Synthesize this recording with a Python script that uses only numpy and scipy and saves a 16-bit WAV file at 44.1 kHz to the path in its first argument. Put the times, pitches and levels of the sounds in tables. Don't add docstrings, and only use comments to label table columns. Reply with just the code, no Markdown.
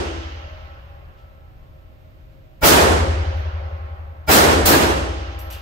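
import sys
import numpy as np
from scipy import signal
from scipy.fft import rfft, irfft, next_fast_len
from scipy.io import wavfile
from scipy.ndimage import uniform_filter1d, map_coordinates

SR = 44100
rng = np.random.default_rng(int(sys.argv[2]) if len(sys.argv) > 2 else 0)


def output_pcm(signal):
    pcm = np.clip(np.atleast_2d(signal).T, -1, 1) * 32767
    wavfile.write(sys.argv[1], SR, np.round(pcm).astype(np.int16))


def gain_from_db(level_db):
    decades = np.asarray(level_db, float) / 20
    return 10 ** decades


N = 247533
t = np.arange(N) / SR

# t/s, blast level/dB, room mode drive/dB, baffle drive/dB, near lane [bool]
SHOTS = [
    (-.412, 5, 1.6, -1.5, True),
    (2.61, 10, 1, 1.6, False),
    (4.267, 9, -1.5, -4.5, False),
    (4.648, 2.36, -0.5, -4.8, True),
]
# f/Hz, density/dB per Hz
BLAST_SPECTRUM = [(53, -49), (90, -7.5), (114, -8.5), (158, -5.5), (223, -5), (374, -2), (714, -4),
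                  (1810, -9), (2010, -12), (7670, -23), (11100, -25), (14000, -18), (15600, -16)]
# f/Hz, t60/s
HALL_T60 = [(120, 0.66), (300, 0.87), (1000, 0.74), (3000, 0.68), (5000, 0.67), (8000, 0.69), (12000, 0.5),
            (15000, 0.35)]
# f/Hz, density/dB per Hz
LATE_SPECTRUM = [(76, -50.5), (130, -5), (282, -15.5), (365, -6), (403, -8), (446, -10.5), (566, -3),
                 (858, -7.5), (1250, -8.5), (6380, -19.5), (10300, -53), (12500, -40), (15000, -72)]
# f/Hz, t60/s
LANES_T60 = [(150, 0.65), (500, 4.09), (1500, 3.3), (3000, 2.23), (5000, 1.785), (8000, 1.28), (13000, .8)]
RISE_S = (0.043, 0.0094)
HIGHS_SLOWER = 1.77
FILL_S = (0.16, 0.085)
BLOOM_DB = (-2, -1)
LATE_DB = (-31, -32.5)
BRIGHT_DB = (1.7, 4)
BAND_DB = (1.5, 5)
# t/s, level/dB, width/s, signed scale
THUMPS = [
    (2.642, -12, 0.0066, 1),
    (2.6432, -19, 0.00091, -1),
    (4.297, -12.5, 0.0049, 1),
    (4.2982, -11, 0.0002, -0.87),
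    (4.2991, -4, 0.00053, -1),
    (4.65, -13.5, 0.0061, 0.67),
]
# f/Hz, level/dB
PARTITION = [(620, -5), (860, -6.5), (1400, -5), (2300, -7.5), (5000, -13.5)]
# f/Hz, t60/s, level/dB from far lane, from near lane, from the shot already ringing
ROOM_MODES = [(42, 2.2, -19.5, -33, -31), (61.8, 2.34, -9, -6.5, -16.5), (77.3, 3.4, -8, -21, -20),
              (88.3, 3.09, -11, -18, -26.5), (153.5, 0.95, -9.5, -14.5, -16),
              (177.2, 0.97, -17, -36.5, -36)]
LEAD_S = 0.0003
# f/Hz, t60/s, level/dB from far lane, from near lane
BAFFLES = [(273.3, 1.38, 13.5, 14.5), (327.7, 1.5, 13, 20.5), (345.3, 1.2, 6, 18), (381, 2.8, 2.5, -17.5),
           (538, 3.6, 2, -1.5), (563, 3.76, -3, -0.5), (623, 7.8, -11.5, -11.5), (803, 5, -3, -4.5),
           (940, 1.6, -11, -5), (1080, 5.9, -7, -11.5), (1323, 4.93, -9, -5), (1330, 5.7, -11, -25.5)]
# t/s, scatter level/dB, ring level/dB, bench knock level/dB
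CASES = [
    (1.172, -95, -99, -69),
    (3.365, -76.5, -66, -86.5),
    (5.389, -50, -45.5, -61),
    (5.502, -51, -45, -51),
    (5.525, -45.5, -49, -49.5),
]
# delay/s, scatter and knock loss/dB, ring loss/dB
RATTLE = [
    (0, -7.5, 17),
    (.006, 5.5, -3),
    (.017, 12, 12),
]
# f/Hz, level/dB, t60/s
BRASS = [(12320, -5.5, 0.38), (12380, 1, 0.28), (5760, 4.5, .03), (14000, -6, .03)]
# f/Hz, width/Hz, level/dB
BENCH = [(1700, 900, 10), (2900, 800, 22.5), (4380, 1200, 5), (5700, 730, -18)]
# f/Hz, density/dB per Hz
AIR_SPECTRUM = [(12, -27.5), (20, -8.5), (74, -2.5), (98, -7.5), (157, -13.5), (181, -24.5), (334, -22.5),
                (454, -30), (634, -23.5), (689, -30.5), (963, -32.5), (2860, -39.5), (10900, -63),
                (13600, -49), (15700, -58)]
# f/Hz, level/dB
FAN_TONES = [(532.9, -61), (624.5, -64), (753.7, -69.5), (1061, -90.5), (1330, -92)]
# f/Hz, level/dB
WHINE = [(12800, -89), (13280, -88.5), (14400, -94)]
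FLICKER_HZ = 120
# f/Hz, left-right correlation [-1..1, negative = opposed]
ALIKE = [(60, .82), (130, .5), (420, .5), (650, -.1), (1100, -.45), (1700, -.35), (2700, -.05), (6000, 0),
         (7500, .25), (12000, .2)]
# f/Hz, left minus right/dB
LEAN = [(100, 1), (1200, -.4), (2200, -3.4), (5500, -4.2), (7500, 0)]


def unit(x):
    return x / np.sqrt(np.mean(x ** 2) + 1e-20)


def along(points, hz):
    f, v = np.transpose(points)
    return np.interp(np.log(hz + 1), np.log(f + 1), v)


def filtered(x, response):
    m = next_fast_len(N + SR // 2)
    return irfft(rfft(x, m) * response(np.fft.rfftfreq(m, 1 / SR)), m)[..., :N]


def wobble(rate_hz):
    return map_coordinates(rng.standard_normal(int(N * rate_hz / SR) + 4), [t * rate_hz])


def port_angle(hz):
    return np.arccos(np.clip(along(ALIKE, hz), -1, 1)) / 2


def diffuse(spectrum):
    def shape(hz):
        angle = port_angle(hz)
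        return gain_from_db(along(spectrum, hz)) * [np.cos(angle), np.sin(angle)]

    def lean(hz):
        return gain_from_db(along(LEAN, hz) * [[.5], [-.5]])

    mid, side = filtered(rng.standard_normal((2, N)), shape)
    return unit(filtered(np.array([mid + side, mid - side]), lean))


def fuzzy(hz, rate_hz):
    apart = port_angle(hz) * np.array([[1], [-1]])
    envelope = 0.75 + 0.72 * (wobble(rate_hz) + 1j * wobble(rate_hz))
    return np.real(envelope * np.exp(2j * np.pi * hz * t + 1j * apart))


def dying(x, start_s, t60s, hold_s, patchy_db):
    hz, s, z = signal.stft(x, SR, nperseg=512)
    age = np.maximum(s - start_s, 0)
    filling = hold_s / (1 + hz[:, None] / 4000)
    fall = gain_from_db(-60 * age ** 2 / (age + filling) / along(t60s, hz)[:, None])
    clumps = uniform_filter1d(rng.standard_normal(fall.shape), size=3, axis=0)
    clumps = uniform_filter1d(clumps, size=6, axis=1)
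    return signal.istft(z * fall * gain_from_db(patchy_db * unit(clumps)), SR, nperseg=512)[1][:, :N]


def swell(start_s, rise_s, depth_db=40):
    u = np.clip((t - start_s) / rise_s, 0, 1)
    return (t > start_s) * gain_from_db(-depth_db * (1 - u) ** 2.25)


def blasts():
    out = np.zeros((2, N))
    for s, db, _, _, lane in SHOTS:
        def late_color(hz):
            tilt_db = BRIGHT_DB[lane] * np.log2(hz / 1000 + 0.053)
            band_db = BAND_DB[lane] * np.exp(-np.log2(hz / 3000 + 0.01) ** 2 / 0.05)
            return gain_from_db(tilt_db + band_db)

        age = np.maximum(t - s, 0)
        lumps = gain_from_db(1.3 * wobble(45) * np.exp(-age / .25))
        late = filtered(diffuse(LATE_SPECTRUM), late_color)
        wash = lumps * dying(diffuse(BLAST_SPECTRUM), s, HALL_T60, hold_s=0.084, patchy_db=1.07)
        wash += gain_from_db(LATE_DB[lane]) * dying(late, s, LANES_T60, hold_s=0.0067, patchy_db=1.5)
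        low = filtered(wash, lambda hz: 1 / (1 + (hz / 600) ** 4))
        high = filtered(wash, lambda hz: 1 - 1 / (1 + (hz / 4000) ** 4))
        empty = np.exp(-age / FILL_S[lane])
        bloom = gain_from_db(BLOOM_DB[lane]) * (1 - 0.92 * empty)
        mid = (wash - low - high) * (1 - 0.94 * empty)
        direct = (low * bloom + mid) * swell(s, RISE_S[lane])
        reflected = high * swell(s, HIGHS_SLOWER * RISE_S[lane], depth_db=54)
        out += gain_from_db(db) * (direct + reflected)
    return out


def thumps():
    out = np.zeros((2, N))
    for s, db, width_s, sign in THUMPS:
        u = (t - s + np.array([[.1], [-.1]]) * width_s) / width_s
        out += sign * gain_from_db(db) * (1 - 2 * u ** 2) * np.exp(-u ** 2)
    return out


def partition():
    out = np.zeros(N)
    for s, _, _, _, near in SHOTS:
        if near:
            continue
        fall = gain_from_db(-60 * np.maximum(t - s - .025, 0) / 0.043)
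        shake = swell(s + .008, 0.027, depth_db=23) * fall
        for hz, db in PARTITION:
            out += shake * gain_from_db(db - 11.5) * np.sin(2 * np.pi * hz * t + rng.uniform(0, 4.6))
    return out


def boom():
    out = np.zeros((2, N))
    lead_s = LEAD_S * np.array([[.5], [-.5]])
    for k, (hz, t60_s, far_db, near_db, earlier_db) in enumerate(ROOM_MODES):
        for s, _, drive_db, _, near in SHOTS:
            level_db = drive_db + (earlier_db if s < 0 else near_db if near else far_db)
            first = max(round(s * SR), 0)
            u = np.maximum(t[first:] - s, 0)
            swing = np.sin(2 * np.pi * hz * (u + lead_s))
            build = 1 - np.exp(-u * (hz / 77) / 0.31)
            out[:, first:] += (-1) ** k * gain_from_db(level_db - 60 * u / t60_s) * build * swing
    return out * gain_from_db([[.7], [-.7]])


def baffles():
    out = np.zeros((2, N))
    kicks = [(np.maximum(t - s, 0), gain_from_db(db) * swell(s, 0.067), lane) for s, _, _, db, lane in SHOTS]
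    for hz, t60_s, *levels_db in BAFFLES:
        ring = sum(gain_from_db(levels_db[lane] - 60 * age / t60_s) * kick for age, kick, lane in kicks)
        out += gain_from_db(-35.0) * ring * fuzzy(hz, 9.7)
    return out


def bench_response(f):
    modes = sum(gain_from_db(g) * 1j * f * w / (c * c - f * f + 1j * f * w) for c, w, g in BENCH)
    return modes / (1 + (f / 7000) ** 4)


def cases():
    bright, knock = np.zeros((2, N + SR)), np.zeros((2, N + SR))
    u = np.arange(SR // 2) / SR
    tumble = np.pad(0.97 + 0.13 * wobble(60), (0, SR))
    turn_rad = np.pad(1.2 * wobble(150), (0, SR))
    click = gain_from_db(-60 * u / .01) * (1 - np.exp(-u / .001))
    scatter = click + 0.58 * gain_from_db(-60 * u / .2)
    thud = .4 * click + 0.31 * gain_from_db(-60 * u / 0.38) * (1 - np.exp(-u / .008))
    for s, db, ring_db, knock_db in CASES:
        for delay_s, loss_db, dull_db in RATTLE:
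            first = round((s + delay_s) * SR)
            at = slice(first, first + len(u))
            ring = 0
            for hz, g, t60_s in BRASS:
                phase = 2 * np.pi * hz * u + rng.uniform(0, 5) + turn_rad[at]
                ring = ring + gain_from_db(g - 60 * u / t60_s) * np.sin(phase)
            noise = rng.standard_normal(len(u)) + rng.standard_normal((2, len(u)))
            bright[:, at] += gain_from_db(db - loss_db) * noise * scatter
            bright[:, at] += gain_from_db(ring_db - dull_db) * tumble[at] * ring
            knock[:, at] += gain_from_db(knock_db - loss_db) * noise * thud
    bright = filtered(bright[:, :N], lambda hz: 1 / (1 + (5000 / (hz + 1)) ** 6))
    return bright + filtered(knock[:, :N], bench_response)


def ventilation():
    tones = sum(gain_from_db(db) * fuzzy(hz, 12) for hz, db in FAN_TONES)
    air = gain_from_db(-44.0 + 0.28 * wobble(15.0)) * diffuse(AIR_SPECTRUM)
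    side = filtered(air[0] - air[1], lambda hz: 1 - 1 / (1 + (hz / 7000) ** 8))
    return air - .45 * side * np.array([[1], [-1]]) + tones


def lamps():
    pulse = .3 + np.cos(np.pi * FLICKER_HZ * t) ** 8
    fizz = filtered(rng.standard_normal(N), lambda hz: np.exp(-((hz - 13600) / 1300) ** 2))
    whine = sum(gain_from_db(db) * np.sin(2 * np.pi * hz * t + 1.5 * wobble(40)) for hz, db in WHINE)
    return unit(pulse) * (gain_from_db(-81.5) * unit(fizz) + whine)


def scene():
    shots = blasts() + thumps() + partition() + boom() + baffles()
    return shots + cases() + ventilation() + lamps()


def follower(power, seconds):
    keep = np.exp(-1 / (seconds * SR))
    return signal.lfilter([1 - keep], [1, -keep], power, zi=[power[:2000].mean()])[0]


def top_cut(x):
    return signal.sosfilt(signal.butter(12, 15790, fs=SR, output="sos"), x)


def record(dry):
    power = np.mean(dry ** 2, axis=0)
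    loud = np.maximum(follower(power, 0.0017), follower(power, 0.035))
    loud += gain_from_db(-16.5) * follower(power, 1.0)
    ducked = dry * (1 + loud / gain_from_db(-7.5) ** 2) ** -.45
    rounded = ducked / (1 + np.abs(ducked / .9) ** 4) ** (1 / 4)
    mix = filtered(rounded, lambda hz: np.clip((15820 - hz) / 120, 0, 1))
    return top_cut(mix)


dry = scene()
out = record(dry)
output_pcm(out)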